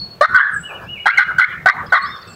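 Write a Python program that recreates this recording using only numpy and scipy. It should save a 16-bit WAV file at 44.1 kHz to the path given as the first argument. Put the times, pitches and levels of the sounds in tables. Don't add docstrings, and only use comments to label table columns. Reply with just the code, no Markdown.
import sys
import numpy as np
from scipy import signal
from scipy.fft import rfft, irfft, next_fast_len
from scipy.io import wavfile
from scipy.ndimage import uniform_filter1d, map_coordinates

SR = 44100
rng = np.random.default_rng(int(sys.argv[2]) if len(sys.argv) > 2 else 0)


def level_to_linear(level):
    exponent = np.asarray(level, float) / 20
    return 10 ** exponent


def generate_wav(signal):
    frames = np.transpose(np.atleast_2d(signal))
    scaled = np.clip(frames, -1, 1) * 32767
    pcm = np.round(scaled).astype(np.int16)
    wavfile.write(sys.argv[1], SR, pcm)


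N = 103635

# frequency [Hz], density [dB per Hz].
RUMBLE = [(12, -57.5), (20, -12), (102, 2.5), (168, 3), (265, -7.5), (357, -10), (414, -21), (461, -20.5),
          (500, -30), (650, -39), (1100, -120)]
# frequency [Hz], density [dB per Hz].
AIR = [(210, -61.5), (350, 0.5), (1540, -9), (2080, -15), (2600, -13), (3990, -19.5), (4470, -23),
       (5070, -23), (15700, -37)]
# frequency [Hz], density [dB per Hz].
LEAVES = [(200, -35), (350, -2.5), (800, -1), (1500, -2), (2300, -38.5)]
# centre [s], half length [s], level [dB].
GUSTS = [
    (0.784, 0.14, -39.5),
    (1.827, 0.027, -40.5),
    (1.32, 0.037, -39),
]
# frequency [Hz], time to fall 60 dB [s].
WOODS = [(500, 0.28), (1500, 0.99), (3000, 0.43), (4400, 0.36), (10000, 0.23)]

# time [s], pitch [Hz], level [dB].
NEAR_BIRD = [
    [(0, 4380, -27.5), (.05, 4372, -31.5), (.066, 4320, -37.5), (.078, 4440, -56.5)],
    [(.815, 4730, -59.5), (.83, 4650, -68), (.843, 5350, -56), (.855, 4260, -58), (.865, 3460, -80)],
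    [(1.858, 4050, -64), (1.868, 5270, -42), (1.882, 3620, -58)],
    [(1.862, 3380, -58), (1.87, 3330, -45.5), (1.88, 2740, -86)],
    [(1.895, 4840, -66), (1.905, 3980, -44), (1.915, 3640, -52)],
    [(1.995, 4390, -62), (2.02, 4250, -33), (2.042, 4450, -41), (2.056, 4750, -42), (2.07, 5250, -41),
     (2.12, 5300, -49), (2.135, 5430, -54)],
    [(2.14, 4330, -53.5), (2.25, 4506, -52), (2.35, 4400, -51)],
    [(2.06, 3270, -37), (2.075, 3470, -52.5), (2.135, 3660, -34.5), (2.165, 3520, -40.5),
     (2.182, 3210, -53)],
]
# time [s], pitch [Hz], level [dB].
SEETS = [
    [(.512, 9730, -60), (.545, 7990, -44.5), (.575, 7580, -46), (.63, 7900, -46), (.67, 8540, -68),
     (.685, 8350, -80)],
    [(.52, 9900, -98.5), (.548, 8500, -46.5), (.585, 8300, -52), (.65, 9000, -56), (.68, 9000, -76)],
    [(2.0, 9500, -81), (2.03, 7940, -49.5), (2.048, 8000, -69), (2.06, 7900, -60)],
    [(2.27, 8100, -58), (2.3, 7520, -53.5), (2.33, 7370, -52), (2.35, 7620, -52)],
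    [(2.285, 8300, -61), (2.31, 7900, -59), (2.35, 8100, -60)],
]
# time [s], pitch [Hz], level [dB].
WHISTLER = [
    [(.625, 2844, -57), (.64, 2910, -34.5), (.662, 2947, -29.5), (.68, 2890, -41), (.71, 2360, -38),
     (.73, 2360, -68)],
    [(.865, 2537, -51), (.898, 2907, -30), (.926, 2908, -28), (.945, 2883, -35.5), (.982, 2240, -35),
     (.998, 2200, -50)],
    [(1.11, 2550, -36.5), (1.15, 2850, -36.5), (1.17, 3100, -36.5)],
    [(1.245, 2880, -44), (1.28, 2910, -46), (1.35, 2846, -49.5)],
]
# time [s], pitch [Hz], level [dB].
WHISTLER_TURNS = [
    [(.75, 2270, -59), (.765, 2690, -42), (.78, 2700, -80)],
    [(.825, 2420, -60), (.835, 2550, -61), (.845, 2760, -55.5)],
    [(1.005, 2180, -41), (1.035, 2480, -48.5), (1.06, 2765, -36.5), (1.08, 2700, -67)],
    [(2.25, 2610, -104), (2.28, 2630, -45.5), (2.33, 2700, -64), (2.345, 2634, -60)],
]
# time in the note [s], pitch [Hz], level [dB].
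TRILL_NOTE = [(0, 5750, -12), (.006, 5300, -3), (.014, 4350, 0), (.021, 3750, -14)]

STARTS = [.2085, .343, 1.0555, 1.1725, 1.381, 1.6575, 1.920]
# length [s], opening pitch [Hz], glide [share per s], clear part [s],
# rasp share inside the clear part [0-1].
CLEAR = [
    (.053, 570, 3.5, .034, .3),
    (.09, 1520, -.8, .038, .45),
    (.056, 790, 2, .012, .7),
    (.064, 2230, -9, .014, .15),
    (.069, 1515, 0, .011, .15),
    (.05, 750, 0, .025, .75),
    (.068, 1480, .5, .022, .55),
]
# low resonance [Hz], its level [dB], chest level [dB], late beak level [dB],
# level of the upper resonances [dB].
SHAPES = [(652, 6.5, 2, -4.5, 5), (1050, -11.5, 2, -2.5, -9), (860, -1.5, -11, 0.5, -0.5),
          (880, -23.5, -9, 5, -0.5), (896, -12, -11.5, 0.5, 1.5), (697, -4, -4.5, -1.4, -5),
          (710, 1.5, 0.2, -1.6, -2)]
# centre [Hz], width [Hz], level [dB].
UPPER = [(3275, 273, -18), (3990, 920, -25.5), (4250, 200, -20), (4970, 1400, -34.5), (7200, 5000, -48.5),
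         (8100, 690, -37), (9790, 660, -36.5)]
# time [s], level [dB].
EFFORT = [
    [(0.208, -9), (0.216, -8), (0.257, -13), (0.264, -29.5)],
    [(0.343, -18.5), (0.347, -9), (0.367, -9.5), (0.431, -20.5), (0.436, -19.5)],
    [(1.056, -19.5), (1.064, -8.5), (1.106, -17), (1.114, -23.5)],
    [(1.173, -12), (1.177, -7.5), (1.185, -8), (1.239, -22)],
    [(1.381, -20.5), (1.385, -9), (1.449, -16), (1.452, -19)],
    [(1.657, -7), (1.663, -7.5), (1.702, -11), (1.71, -24)],
    [(1.92, -24), (1.926, -8), (1.972, -14.5), (1.99, -21)],
]
# level over the rasp [dB], overtone [dB],
# then its (time [s], pitch [Hz]) points.
STRANDS = [
    [(-1, -29, [(.246, 1500), (.258, 1260)])],
    [(3.5, -26, [(.382, 1430), (.41, 1581), (.435, 1771)]), (-4, -33.5, [(.404, 1850), (.42, 2144)]),
     (-29, -31.5, [(.36, 3740), (.376, 4100), (.43, 3190)]), (-28, -38.5, [(.348, 3337), (.39, 3350)])],
    [(1, -37, [(1.06, 1531), (1.079, 1244), (1.103, 1528)]), (1, -22.5, [(1.096, 1922), (1.113, 2225)])],
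    [(3.5, -22, [(1.184, 1585), (1.222, 1432)]), (-13.5, -26, [(1.182, 830), (1.216, 860)]),
     (-5.5, -36.5, [(1.222, 1930), (1.239, 2090)])],
    [(3.5, -25.5, [(1.393, 1294), (1.405, 1548), (1.434, 1405), (1.452, 1682)]), (8, -31.5, [(1.414, 2127),
     (1.434, 2015), (1.452, 2195)]), (-11.5, -35, [(1.398, 868), (1.43, 842)])],
    [(-1, -17.5, [(1.684, 1880), (1.697, 1940)]), (0.19, -34, [(1.688, 1200), (1.71, 1152)])],
    [(-6.5, -13.5, [(1.948, 1943), (1.982, 1842)]), (-2, -28, [(1.942, 1408), (1.958, 1144),
     (1.974, 1286)])],
]
# echo level [dB], band thrown at the trees [Hz].
CLUCKS = [(-13.5, 1430), (-10.5, 1700), (-11.5, 1600), (-13, 1400), (-14.5, 1810), (-14, 1130),
          (-12.5, 1133)]


def unit(x):
    return x / np.sqrt(np.mean(x ** 2) + 1e-20)


def along(points, hz):
    f, v = np.transpose(points)
    return np.interp(np.log(hz + 1), np.log(f + 1), v)


def wobble(rate, size=N):
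    knots = rng.standard_normal(int(size * rate / SR) + 4)
    return map_coordinates(knots, [np.arange(size) * rate / SR])


def filtered(x, response):
    m = next_fast_len(x.shape[-1] + 8192)
    spectrum = rfft(x, m) * response(np.fft.rfftfreq(m, 1 / SR))
    return irfft(spectrum, m)[..., :x.shape[-1]]


def add(track, x, s):
    part = track[round(s * SR):][:len(x)]
    part += x[:len(part)]


def noise(spectrum):
    return unit(filtered(rng.standard_normal(N), lambda hz: level_to_linear(along(spectrum, hz))))


def background():
    rumble = unit(noise(RUMBLE) * level_to_linear(3.8 * wobble(12.32) + 0.86 * wobble(7.1)))
    air = level_to_linear(-47 + 0.36 * wobble(0.74)) * noise(AIR)
    t = np.arange(N) / SR
    gusts = sum(level_to_linear(db) * np.exp(-((t - s) / half) ** 2) for s, half, db in GUSTS)
    gusts = gusts * level_to_linear(6.4 * wobble(25))
    return level_to_linear(-41) * rumble + air + gusts * noise(LEAVES)


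def woods(x):
    first_trunk_s, mottle_db = .008, 6.5
    slope_s, slope_db, slope_spread_s = 0.0975, 8, 0.047
    hz, t, z = signal.stft(rng.standard_normal(SR), SR, nperseg=256)
    patches = uniform_filter1d(rng.standard_normal(z.shape), size=2, axis=0)
    patches = unit(uniform_filter1d(patches, size=12, axis=1))
    slope = slope_db * np.exp(-((t - slope_s) / slope_spread_s) ** 2)
    decay = -60 * t / along(WOODS, hz)[:, None]
    tail = signal.istft(z * level_to_linear(mottle_db * patches + slope + decay), SR, nperseg=256)[1]
    delayed = np.pad(x, (round(first_trunk_s * SR), 0))
    return signal.fftconvolve(delayed, tail / np.linalg.norm(tail))


def whistle(note):
    s, hz, db = np.transpose(note)
    t = np.arange(s[0], s[-1], 1 / SR)
    pitch = uniform_filter1d(np.interp(t, s, hz), 200, mode="nearest")
    pitch = pitch * (1 + 0.004 * wobble(150, size=len(t)))
    level = np.sqrt(2) * level_to_linear(np.interp(t, s, db) + 2.5 * wobble(110, size=len(t)))
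    tone = level * np.sin(2 * np.pi * np.cumsum(pitch) / SR)
    fade_in = np.clip((t - s[0]) / 0.00048, 0, 1)
    fade_out = np.clip((s[-1] - t) / 0.0027, 0, 1)
    return tone * fade_in * fade_out


def songbirds():
    trill_s, gap_s = 2.047, .0565
    trill = []
    for k, level in enumerate([-52, -50, -47, -45, -45, -45]):
        trill.append([(trill_s + k * gap_s + s, hz, db + level) for s, hz, db in TRILL_NOTE])
    out = np.zeros(N)
    for note in [*NEAR_BIRD, *SEETS, *WHISTLER, *WHISTLER_TURNS, *trill]:
        tone = whistle(note)
        add(out, tone, note[0][0])
        add(out, level_to_linear(-5) * woods(tone), note[0][0])
    return out


def resonances(rows):
    def response(f):
        total = 0
        for k, (c, w, db) in enumerate(rows):
            total = total + (-1) ** k * level_to_linear(db) * (1j * f * w / (c * c - f * f + 1j * f * w)) ** 2
        return total
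    return response


def throat(x, part, shape, done):
    low_hz, low_db, chest_db, beak_db, upper_db = shape
    low_fade_db, shift_db, first_gap_db = 23.5, 1.5, -18

    def upper_response(hz):
        gap = (hz < 3500) & (low_hz < 680)
        return resonances(UPPER)(hz) * np.where(gap, level_to_linear(first_gap_db), 1)

    low = filtered(x, resonances([(low_hz, 300, low_db)])) * level_to_linear(-low_fade_db * done)
    chest_and_main = filtered(x, resonances([(1180, 200, chest_db), (1510, 230, 0)]))
    mid = chest_and_main * level_to_linear(-shift_db * done) + filtered(x, resonances([(1860, 170, -4)]))
    beak = filtered(x, resonances([(2070, 150, beak_db)])) * (0.51 + 0.15 * done)
    upper = level_to_linear(upper_db - shift_db * done) * filtered(x, upper_response)
    out = low - mid + beak + upper
    return out / np.std(out[part])


def steady_pulses(t, pitch_hz, glide, clear):
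    pitch = pitch_hz * (1 + glide * np.minimum(t, clear) + .012 * wobble(270, size=len(t)))
    phase = 2 * np.pi * np.cumsum(pitch) / SR
    harmonics = sum(np.cos(k * phase) / k ** 0.089 for k in range(1, int(10000 / pitch_hz)))
    return harmonics * level_to_linear(3 * wobble(290, size=len(t)))


def rasp_pulses(t):
    rasp_hz, scatter, size_db, hiss = 335, .12, 3, .42
    draw = rng.standard_normal((80, 2))
    when = np.cumsum(np.exp(scatter * draw[:, 0])) / rasp_hz
    pulses = np.bincount((when * SR).astype(int), level_to_linear(size_db * draw[:, 1]), len(t))[:len(t)]
    return unit(pulses) + hiss * rng.standard_normal(len(t))


def strand(t, db, overtone_db, points):
    s, hz = np.transpose(points)
    pitch = uniform_filter1d(np.interp(t, s, hz), 150, mode="nearest")
    pitch = pitch * (1 + .028 * wobble(194, size=len(t)))
    phase = 2 * np.pi * np.cumsum(pitch) / SR
    edge = np.clip(np.minimum(t - s[0], s[-1] - t) / .004, 0, 1)
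    level = level_to_linear(db + 4.5 * wobble(223, size=len(t)))
    return edge * level * (np.sin(phase) + level_to_linear(overtone_db) * np.sin(2 * phase))


def cluck(length, pitch_hz, glide, clear, rough, shape, start, effort, strands):
    attack_s, release_s, break_s, even_s = 0.002, 0.0048, 0.0031, .016
    crack_db, crack_s, crack_hz = -20, .026, 6400
    t = np.arange(SR // 8) / SR
    done = np.clip(t / length, 0, 1)
    rasp = rasp_pulses(t)
    clear_voice = throat(steady_pulses(t, pitch_hz, glide, clear), t < clear, shape, done)
    raspy_voice = level_to_linear(-2) * throat(rasp, t < length, shape, done)
    broken = np.clip((t - clear) / break_s + .5, 0, 1)
    voice = (1 - broken) * clear_voice + np.maximum(broken, rough) * raspy_voice
    voice = voice + sum(strand(start + t, *row) for row in strands)
    power = np.abs(uniform_filter1d(voice ** 2, round(even_s * SR)))
    voice = voice / np.sqrt(power + 0.0049)
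    crack = filtered(rasp, lambda hz: (hz > 2500) / (1 + (hz / crack_hz) ** 2))
    crack = level_to_linear(crack_db - 20 * t / crack_s) * crack
    level_db = 1.93 + np.interp(start + t, *np.transpose(effort))
    level_db = level_db - 20 * np.clip(t - length, 0, 1) / release_s
    return (voice + crack) * np.clip(t / attack_s, 0, 1) * level_to_linear(level_db)


def echo(call, echo_db, thrown_hz):
    late_db, late_s, dull_hz = 11, 0.037, 950
    t = np.arange(len(call)) / SR
    late = call * level_to_linear(late_db * (np.clip(t / late_s, 0, 1) - 1))
    late = late * (1 + .9 * wobble(700, size=len(late)))
    late = filtered(late, lambda hz: 1 - 0.58 / (1 + (hz / dull_hz) ** 8))
    late = late + filtered(late, resonances([(thrown_hz, 270, 6.5)]))
    return level_to_linear(echo_db) * woods(late * np.std(call) / np.std(late))


def turkey():
    out = np.zeros(N)
    rows = zip(STARTS, CLUCKS, CLEAR, SHAPES, EFFORT, STRANDS)
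    for s, (echo_db, thrown_hz), pitch, shape, effort, strands in rows:
        call = cluck(*pitch, shape, s, effort, strands)
        add(out, call, s)
        add(out, echo(call, echo_db, thrown_hz), s)
    return out


def scene():
    mid = background() + songbirds() + turkey()
    side = level_to_linear(-33) * mid * wobble(40)
    return np.array([mid + side, mid - side])


def roll_off(x):
    return signal.sosfilt(signal.butter(12, 16620, fs=SR, output="sos"), x)


def record(dry):
    top_hz, fizz_hz, hardness = 15800, 11600, 6
    threshold_db, squeeze, sense_s, lag_s, glide_s = -20, 1.9, .005, .011, .022
    keep_low_hz, keep_high_hz, high_share = 650, 5500, .7
    fizz = rng.standard_normal(N) + .2 * rng.standard_normal((2, N))
    fizz = filtered(fizz, lambda hz: (hz > fizz_hz) * (hz < top_hz))
    x = dry + level_to_linear(-67) * unit(fizz)
    keep = np.exp(-1 / (sense_s * SR))
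    power = signal.lfilter([1 - keep], [1, -keep], dry.mean(0) ** 2)
    over_db = np.clip(10 * np.log10(power + 1e-12) - threshold_db, 0, None)
    cut_db = uniform_filter1d(squeeze * over_db, round(glide_s * SR))
    cut_db = np.pad(cut_db, (round((lag_s + glide_s / 2) * SR), 0))[:N]
    lows = filtered(x, lambda hz: 1 / (1 + (hz / keep_low_hz) ** 8))
    highs = filtered(x, lambda hz: 1 - 1 / (1 + (hz / keep_high_hz) ** 8))
    x = x - lows * (1 - level_to_linear(-cut_db)) - highs * (1 - level_to_linear(-high_share * cut_db))
    x = x / (1 + np.abs(x) ** hardness) ** (1 / hardness)
    mix = filtered(x, lambda hz: hz < top_hz)
    return roll_off(mix)


dry = scene()
out = record(dry)
generate_wav(out)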